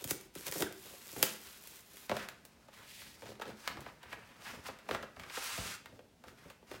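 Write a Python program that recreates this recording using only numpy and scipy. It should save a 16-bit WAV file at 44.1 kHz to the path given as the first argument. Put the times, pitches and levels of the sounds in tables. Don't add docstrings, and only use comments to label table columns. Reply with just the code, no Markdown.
import sys
import numpy as np
from scipy import signal
from scipy.fft import rfft, irfft, next_fast_len
from scipy.io import wavfile
from scipy.ndimage import map_coordinates

SR = 44100
rng = np.random.default_rng(int(sys.argv[2]) if len(sys.argv) > 2 else 0)


def store_pcm(level_fs):
    pcm = np.round(np.clip(level_fs, -1, 1) * 32767).astype(np.int16)
    wavfile.write(sys.argv[1], SR, np.atleast_2d(pcm).T)


N = 299880

SHEET_BANDS = [140, 500, 2700, 11000]
# f/Hz, width/Hz, lift/dB
JACKET_TONE = [(310, 84, -5), (517, 36, 6), (623, 50, 4), (1440, 300, -0.5)]


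def wrap_drag():
    # start/s, length/s, level/dB
    tugs = [(0, 0.028, -57), (.09, .022, -47), (.14, 0.12, -67), (.362, .08, -56), (.465, .02, -46),
            (.54, .08, -46.5)]
    flaps = [(0, 0.038, -55.5), (.47, .012, -47.5), (.57, 0.048, -44.5), (.66, 0.077, -69),
             (.86, 0.074, -57.5), (1.18, .04, -44)]
    # t/s, level/dB
    glide_levels = [(.64, -75), (.79, -61), (.87, -55.5), (1.0, -60), (1.27, -48), (1.4, -59.5),
                    (1.475, -55), (1.6, -61.5), (1.77, -56.5), (1.84, -67.5), (1.95, -59), (2.07, -59.5)]
    # f/Hz, level/dB
    hiss_colour = [(2500, -36), (5000, -1), (7000, -0.5), (10000, -2), (13000, -0.5), (15500, -3.5)]
    rustle_colour = [(450, -32.5), (900, -2), (1500, -2), (3000, -1.5), (4300, -2), (7000, -20.5)]
    flutter_colour = [(25, -41), (60, -6.5), (200, -5), (370, 1.5), (650, -1.5), (1300, -23)]
    tug = swells(tugs, attack_s=.028, release_s=.021)
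    glide = level_curve(glide_levels)
    hiss = amp(1.5) * tug + glide
    rustle = amp(-2) * (tug + glide)
    flutter = np.hypot(amp(-12) * (tug + glide), swells(flaps, attack_s=.031, release_s=.05))
    drag = hiss * friction(hiss_colour, 600, spread_db=5, grain=.26, uneven_db=1, travel_ms=.6)
    drag += rustle * friction(rustle_colour, 500, spread_db=3, grain=.3, uneven_db=1.5, travel_ms=1.5)
    drag += flutter * friction(flutter_colour, 170, spread_db=3, grain=.35, uneven_db=6, travel_ms=4.04)
    crinkle = friction(hiss_colour, 70, spread_db=4, grain=1, uneven_db=1, travel_ms=1)
    return drag + amp(-6) * hiss * crinkle


def wrap_snaps():
    # t/s, level/dB, brightness/(dB per octave), travel time/ms, thump lift/dB
    snaps = [(.0427, -10, .3, 7.4, 16), (.1098, -1.5, 0, 4.66, 4.5), (.3535, -13.5, -2, 8, 11),
             (.4823, -15.5, -1, 7, 9.5), (.6233, 2, -3, 5, -1), (1.2286, 8.5, -0.47, 3.45, -3.5)]
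    # t/s, level/dB, brightness/(dB per octave), travel time/ms
    creases = [(.011, -26.5, -0.5, 1.15), (0.0766, -19.5, 1, 1.16), (0.1054, -16, 0.2, 2.36),
               (0.2114, -28.5, 1, 0.91), (0.341, -36.5, -1, 1.1), (0.41, -21.5, -1.5, 0.5),
               (.4677, -14.5, 1, 1.1), (0.5143, -20, 2.2, 1.06), (0.5243, -6.5, -2, 2),
               (0.607, -18, 3, 0.87), (.709, -21.5, -6.5, 4.3), (.7256, -24, 0.5, 1),
               (1.1629, -15.5, -5.5, 3), (1.6387, -28.5, 1, 1.04), (1.674, -24, 1.5, 2),
               (1.9706, -24.5, -.5, 1.05)]
    # level/dB at thump, body, crack and fizz
    snap_colour = [-2, -1.5, -0.5, -3]
    crease_colour = [-16.5, -2.5, 0, -2.5]
    # f/Hz, width/Hz, lift/dB
    wrapped_tone = [(344, 28, 8), (404, 110, 4), (497, 46, 5.5), (820, 40, 0.5), (1024, 180, -9),
                    (2760, 280, -2), (4100, 650, -5.5)]
    rows = click_rows(snaps, snap_colour, SHEET_BANDS, half_scatter_ms=19)
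    rows += click_rows([(*row, 0) for row in creases], crease_colour, SHEET_BANDS, half_scatter_ms=4)
    return clicks(rows, SHEET_BANDS, wrapped_tone, bass_hz=55.2, fast_hz=2895, scatter_s=.038)


def wrap_squeak(at_s=.67, width_s=.005, pitch_hz=1593, fall_hz_per_s=23000):
    t = np.arange(N) / SR - at_s
    level = amp(-40.5) * np.exp(-(t / width_s) ** 2)
    return level * np.sin(2 * np.pi * t * (pitch_hz - fall_hz_per_s * t / 2))


def jacket_knocks():
    # t/s, level/dB, brightness/(dB per octave), travel time/ms, hollowness/dB
    knocks = [(2.0957, -1.5, 0.5, 3, 12), (2.1149, 2, -2.5, 3.43, 6), (2.1675, -2.5, 0.8, 3, 6),
              (2.2878, -7, 2, 0.59, -3), (2.4523, -28, 8.5, 1.1, 18), (2.6838, -22, -1, 4.3, 7),
              (3.019, -16, -0.5, 3, -3), (3.2214, -15, 0, 2.5, 1), (3.3979, -14, -0.5, 2.4, 6),
              (3.4138, -6, -1.5, 6.5, 2), (3.4203, -4, -0.5, 2.5, -19), (3.6769, 5.5, 0.1, 0.92, -14.5),
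              (3.7709, -10, -2.5, 3.5, 2), (3.7937, -26.5, -3.5, 0.96, 15), (3.8072, -29, 8.5, 1.4, 0),
              (3.8621, -7.5, -4.5, 7, -11), (4.0308, -15, 1, 6, -3), (4.1285, -3.5, -2.5, 4, -10),
              (4.2755, -41, 8, 1, 0), (4.5348, -12, -6, 3.9, -6.5), (4.6804, -16, 1.5, 6.6, 2),
              (4.6841, -4, -3.5, 6, 0), (4.8895, -4, -1, 4, 6), (4.9115, 1, -1.5, 2, 2),
              (4.9483, 3.5, -3, 1.97, -9.5), (5.0269, -5, -2, 6.8, -4), (5.1644, -13.5, -3, 7.1, -9),
              (5.1972, -9, -0.5, 2, -8.5), (5.2357, -6.5, -3.5, 3.7, -18), (5.2977, -5.5, -2.5, 7, -19),
              (5.3702, -1, -4, 6.2, -4), (5.4404, -18.5, 8, 6.6, 6), (5.5782, -10, 4, 3, 14),
              (5.8589, -13, 0.5, 1.7, -4), (5.9925, -20.5, -1.5, 1.7, 8.5), (6.2398, -17, -0.5, 2.5, 0.5),
              (6.2832, -15, -.5, 1.16, -9), (6.5009, -17, 2.5, 4.9, 8.5), (6.6266, -31.5, -2, 3.5, 16.5),
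              (6.7148, -15.5, 2.5, 2.04, 15.5), (6.7417, -24, 1.5, 1.47, 19)]
    bands = [480, 1450, 3700, 10500]
    colour = [0.5, -0.5, -9.5, -23.5]
    taps = click_rows([*knocks, *finger_touches()], colour, bands, half_scatter_ms=2.65)
    return clicks(taps + finger_judder(), bands, JACKET_TONE, bass_hz=206, fast_hz=6030, scatter_s=.053)


def finger_touches(start_s=2.7, end_s=5.3, per_s=3, travel_ms=2.5):
    span_s = end_s - start_s
    return [(start_s + when * span_s, -23 + 6 * (2 * force - 1), 2 * hardness, travel_ms, 0)
            for when, force, hardness in rng.random((int(per_s * span_s), 3))]


def finger_judder(travel_ms=2.5, scattered=.45):
    # start/s, end/s, rate/Hz, level/dB
    runs = [(3.229, 3.32, 80, -8), (3.457, 3.507, 90, -6)]
    # level/dB at body, edge, crack and fizz
    colour = [0.5, -19.5, -19, -36]
    rows = []
    for start, end, rate, db in runs:
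        times = np.arange(start, end, 1 / rate)
        for s, (late, force) in zip(times, rng.standard_normal((len(times), 2))):
            levels = np.array(colour) + db + 1.5 * force
            rows.append((s + .15 * late / rate, *levels, travel_ms, scattered))
    return rows


def jacket_thuds(scattered=.3):
    # t/s, level/dB, travel time/ms
    thuds = [(2.117, 2, 3.99), (3.70, -9, 6), (3.745, -3.5, 6), (4.91, 2, 4.1), (4.933, 0.5, 3.2),
             (5.197, -6, 6.01), (5.581, 7, 5), (5.924, -5, 4.1)]
    # level/dB at thump, body, crack and fizz
    colour = [0, -14.5, -38, -61.5]
    rows = [(s, *(np.array(colour) + db), travel_ms, scattered) for s, db, travel_ms in thuds]
    return clicks(rows, SHEET_BANDS, JACKET_TONE, bass_hz=56, fast_hz=5940, scatter_s=.057)


def jacket_rubs():
    # start/s, length/s, level/dB, hiss over scrape/dB
    rubs = [(2.134, 0.11, -51, -5.5), (2.76, 0.071, -58, -22), (2.89, 0.34, -72, 7),
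            (3.264, .05, -57.5, -3.5), (3.478, 0.032, -58, -7), (3.601, 0.058, -59.5, 0.5),
            (3.66, 0.064, -54.5, -10), (3.804, 0.1, -60, -9), (4.022, 0.073, -60.5, -28),
            (4.115, 0.016, -52.5, -10), (4.19, .23, -63.5, -10.5), (4.449, 0.063, -53, -1.5),
            (4.54, 0.056, -57.5, -6.5), (4.664, 0.013, -53.5, -0.5), (4.735, 0.088, -64.5, -15),
            (4.918, 0.028, -48.5, -7), (5.206, 0.15, -58, -8), (6.279, 0.027, -61.5, -5.5),
            (6.38, 0.14, -64, -7), (6.707, .06, -58, -4)]
    # start/s, length/s, level/dB
    bends = [(2.14, 0.06, -54.5), (2.77, 0.064, -63), (3.0, 0.37, -67), (3.47, 0.022, -55),
             (3.69, 0.13, -58.5), (3.86, 0.036, -61), (4.08, 0.11, -59.5), (4.52, 0.053, -60.5),
             (4.69, 0.02, -62), (4.915, 0.015, -46), (4.99, 0.041, -56.5), (5.2, .05, -58.5),
             (5.53, 0.16, -57), (5.88, .12, -60), (6.27, 0.195, -59), (6.71, 0.089, -57.5)]
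    holding = [(2.07, 3.9, -73)]
    # f/Hz, level/dB
    hiss_colour = [(2800, -6), (5000, 3), (7000, -2), (10000, -5.5), (15500, -9.5)]
    scrape_colour = [(500, -7), (950, 2), (1400, 3), (2100, 1), (3000, -3.5), (4300, -10.5), (7000, -25.5)]
    flex_colour = [(20, -35), (60, 2), (130, 1), (300, -2), (520, -2.5), (780, -10), (1400, -36)]
    fades = dict(attack_s=.061, release_s=.049)
    hold = swells(holding, **fades)
    hiss_rows = [(s, length, db + lift) for s, length, db, lift in rubs]
    hiss = np.hypot(amp(-2) * hold, swells(hiss_rows, **fades))
    scrape = np.hypot(hold, swells([row[:3] for row in rubs], **fades))
    flex = np.hypot(hold, swells(bends, attack_s=.052, release_s=.083))
    rub = hiss * friction(hiss_colour, 500, spread_db=14, grain=.14, uneven_db=1.7, travel_ms=.88)
    rub += scrape * friction(scrape_colour, 240, spread_db=2, grain=.071, uneven_db=3, travel_ms=2.484)
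    rub += flex * friction(flex_colour, 120, spread_db=4, grain=.29, uneven_db=6, travel_ms=2.984)
    return rub


def palm_sweep():
    # t/s, level/dB
    levels = [(2.73, -60.5), (2.8, -63), (2.87, -59), (2.92, -53.5), (3.0, -53.5), (3.09, -57.5),
              (3.16, -65)]
    # f/Hz, level/dB
    colour = [(600, -26.5), (1300, -20.5), (1900, 1.5), (3000, 0), (4500, -1.5), (6000, -6), (10000, -7.5),
              (15500, -11)]
    swish = friction(colour, 2200, spread_db=10, grain=.2, uneven_db=1.5, travel_ms=2.3)
    return level_curve(levels) * swish


def sleeve_slide():
    # t/s, level/dB
    levels = [(5.28, -67), (5.355, -42), (5.4, -47), (5.43, -42), (5.58, -44), (5.752, -46.5), (5.775, -66),
              (5.81, -80)]
    # f/Hz, level/dB
    colour = [(150, -14), (300, -27.5), (700, -5), (950, 0), (1450, 4), (2000, 0), (2800, 2), (3600, -1.5),
              (5200, -1.5), (9000, -5.5), (11000, -9), (15600, -13.5)]
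    rush = friction(colour, 4900, spread_db=8, grain=.14, uneven_db=.9, travel_ms=1.434)
    return level_curve(levels) * rush


def friction(colour, slips_per_s, spread_db, grain, uneven_db, travel_ms):
    slips = (rng.random(N) < slips_per_s / SR) * rng.choice([-1, 1], N)
    sizes = amp(spread_db * np.minimum(rng.standard_normal(N), 2))
    force = np.sqrt(grain) * unit(slips * sizes) + np.sqrt(1 - grain) * rng.standard_normal(N)
    force *= amp(uneven_db * wobble(70))
    return unit(filtered(force, lambda hz: amp(along(colour, hz)) * bending(hz, travel_ms)))


def click_rows(events, colour, band_hz, half_scatter_ms, pivot_hz=1450):
    octaves = np.log2(np.array(band_hz) / pivot_hz)
    lowest = np.array(band_hz) == min(band_hz)
    rows = []
    for s, db, brightness, travel_ms, lift in events:
        levels = np.array(colour) + db + brightness * octaves + lift * lowest
        scattered = travel_ms / (travel_ms + half_scatter_ms)
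        rows.append((s, *levels, travel_ms, scattered))
    return rows


def clicks(rows, band_hz, tone, bass_hz, fast_hz, scatter_s, size=8192):
    out, lead = np.zeros(N + 2 * size), size // 8
    hz, t = np.fft.rfftfreq(size, 1 / SR), np.arange(size // 2) / SR
    radiated = (1j * hz / (bass_hz + 1j * hz)) ** 2 * peaks_and_dips(tone, hz)
    for s, *levels, travel_ms, scattered in rows:
        echoes = rng.standard_normal(len(t)) * amp(-60 * t / scatter_s) * (1 - np.exp(-t / .0006))
        force = np.sqrt(scattered) * echoes / np.linalg.norm(echoes)
        force[0] += np.sqrt(1 - scattered)
        colour = amp(along(list(zip(band_hz, levels)), hz)) * smear(hz)
        creep = rng.standard_normal(lead) * np.exp(-t[:lead][::-1] / .00093)
        force = np.concatenate([amp(-9) * creep / np.linalg.norm(creep), force])
        click = irfft(rfft(force, size) * colour * radiated * bending(hz, travel_ms, fast_hz))
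        out[round(s * SR):][:size] += click
    return out[lead:lead + N]


def bending(hz, travel_ms, fast_hz=6000):
    capped_hz = np.minimum(hz, fast_hz)
    cycles = travel_ms / np.sqrt(1000) * (2 * np.sqrt(capped_hz) - capped_hz / np.sqrt(fast_hz))
    return np.exp(-2j * np.pi * cycles)


def smear(hz, smear_ms=.43, bands=96):
    jitter = np.interp(hz, np.linspace(0, SR / 2, bands), rng.standard_normal(bands))
    lag_ms = smear_ms * jitter * np.minimum(hz / 1500, 1)
    return np.exp(-2j * np.pi * np.cumsum(lag_ms) * hz[1] / 1000)


def peaks_and_dips(tone, hz):
    return 1 + sum((amp(db) - 1) * 1j * hz * width / (centre ** 2 - hz ** 2 + 1j * hz * width)
                   for centre, width, db in tone)


def swells(rows, attack_s, release_s):
    t = np.arange(N) / SR
    power = np.zeros(N)
    for start, length, db in rows:
        fade = np.maximum((start - t) / attack_s, (t - start - length) / release_s)
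        power += amp(db - 20 * np.clip(fade, 0, 10)) ** 2
    return np.sqrt(power)


def level_curve(points):
    times, levels = np.transpose(points)
    return amp(np.interp(np.arange(N) / SR, times, levels, left=-120, right=-120))


def wobble(rate):
    return map_coordinates(rng.standard_normal(int(N * rate / SR) + 4), [np.arange(N) * rate / SR])


def filtered(x, response):
    size = next_fast_len(N + SR // 2)
    return irfft(rfft(x, size) * response(np.fft.rfftfreq(size, 1 / SR)), size)[:N]


def along(points, hz):
    freqs, values = np.transpose(points)
    return np.interp(np.log(hz + 1), np.log(freqs + 1), values)


def amp(db):
    return 10 ** (np.asarray(db) / 20)


def unit(x):
    return x / np.sqrt(np.mean(x ** 2) + 1e-20)


def room_echo(x, places=8):
    # f/Hz, t/s
    fade_times = [(150, 0.49), (400, 0.43), (1000, 0.41), (3000, 0.45), (7000, 0.34), (15000, 0.18)]
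    # f/Hz, level/dB
    colour = [(60, -8), (200, -6.5), (550, -6.5), (1500, -5), (4000, -6.5), (9000, -7), (15000, -6)]
    # f/Hz, width/Hz, lift/dB
    modes = [(134, 14, 8), (213, 16, 9), (316, 13, 2), (383, 15, 7)]
    echo = np.zeros(N)
    place = np.linspace(0, places - 1, N)
    for k in range(places):
        hz, t, noise = signal.stft(rng.standard_normal(SR * 3 // 4), SR, nperseg=256)
        fade_s = along(fade_times, hz)[:, None]
        envelope = amp(-60 * t / fade_s) / np.sqrt(fade_s) * (1 - np.exp(-t / .0018))
        tail = signal.istft(noise * envelope, SR, nperseg=256)[1]
        nearness = np.sqrt(np.maximum(1 - abs(place - k), 0))
        echo += signal.fftconvolve(x * nearness, tail / np.linalg.norm(tail))[:N]
    return filtered(echo, lambda hz: amp(along(colour, hz)) * peaks_and_dips(modes, hz))


def room_air():
    # f/Hz, level/dB
    colour = [(20, -28.5), (55, 0), (115, -4.5), (220, -1), (340, -8.5), (730, -10), (1200, -17.5),
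              (2800, -19.5), (5000, -22), (15500, -31.5)]
    return amp(-66.5) * unit(filtered(rng.standard_normal(N), lambda hz: amp(along(colour, hz))))


def scene():
    wrap = wrap_drag() + wrap_snaps() + wrap_squeak()
    jacket = jacket_rubs() + palm_sweep() + jacket_knocks() + jacket_thuds()
    direct = wrap + jacket + sleeve_slide()
    return np.tile(direct + room_air() + room_echo(direct), (2, 1))


def record(dry):
    top_hz = 16300
    return np.array([filtered(side, lambda hz: hz < top_hz) for side in dry])


dry = scene()
out = record(dry)
store_pcm(out)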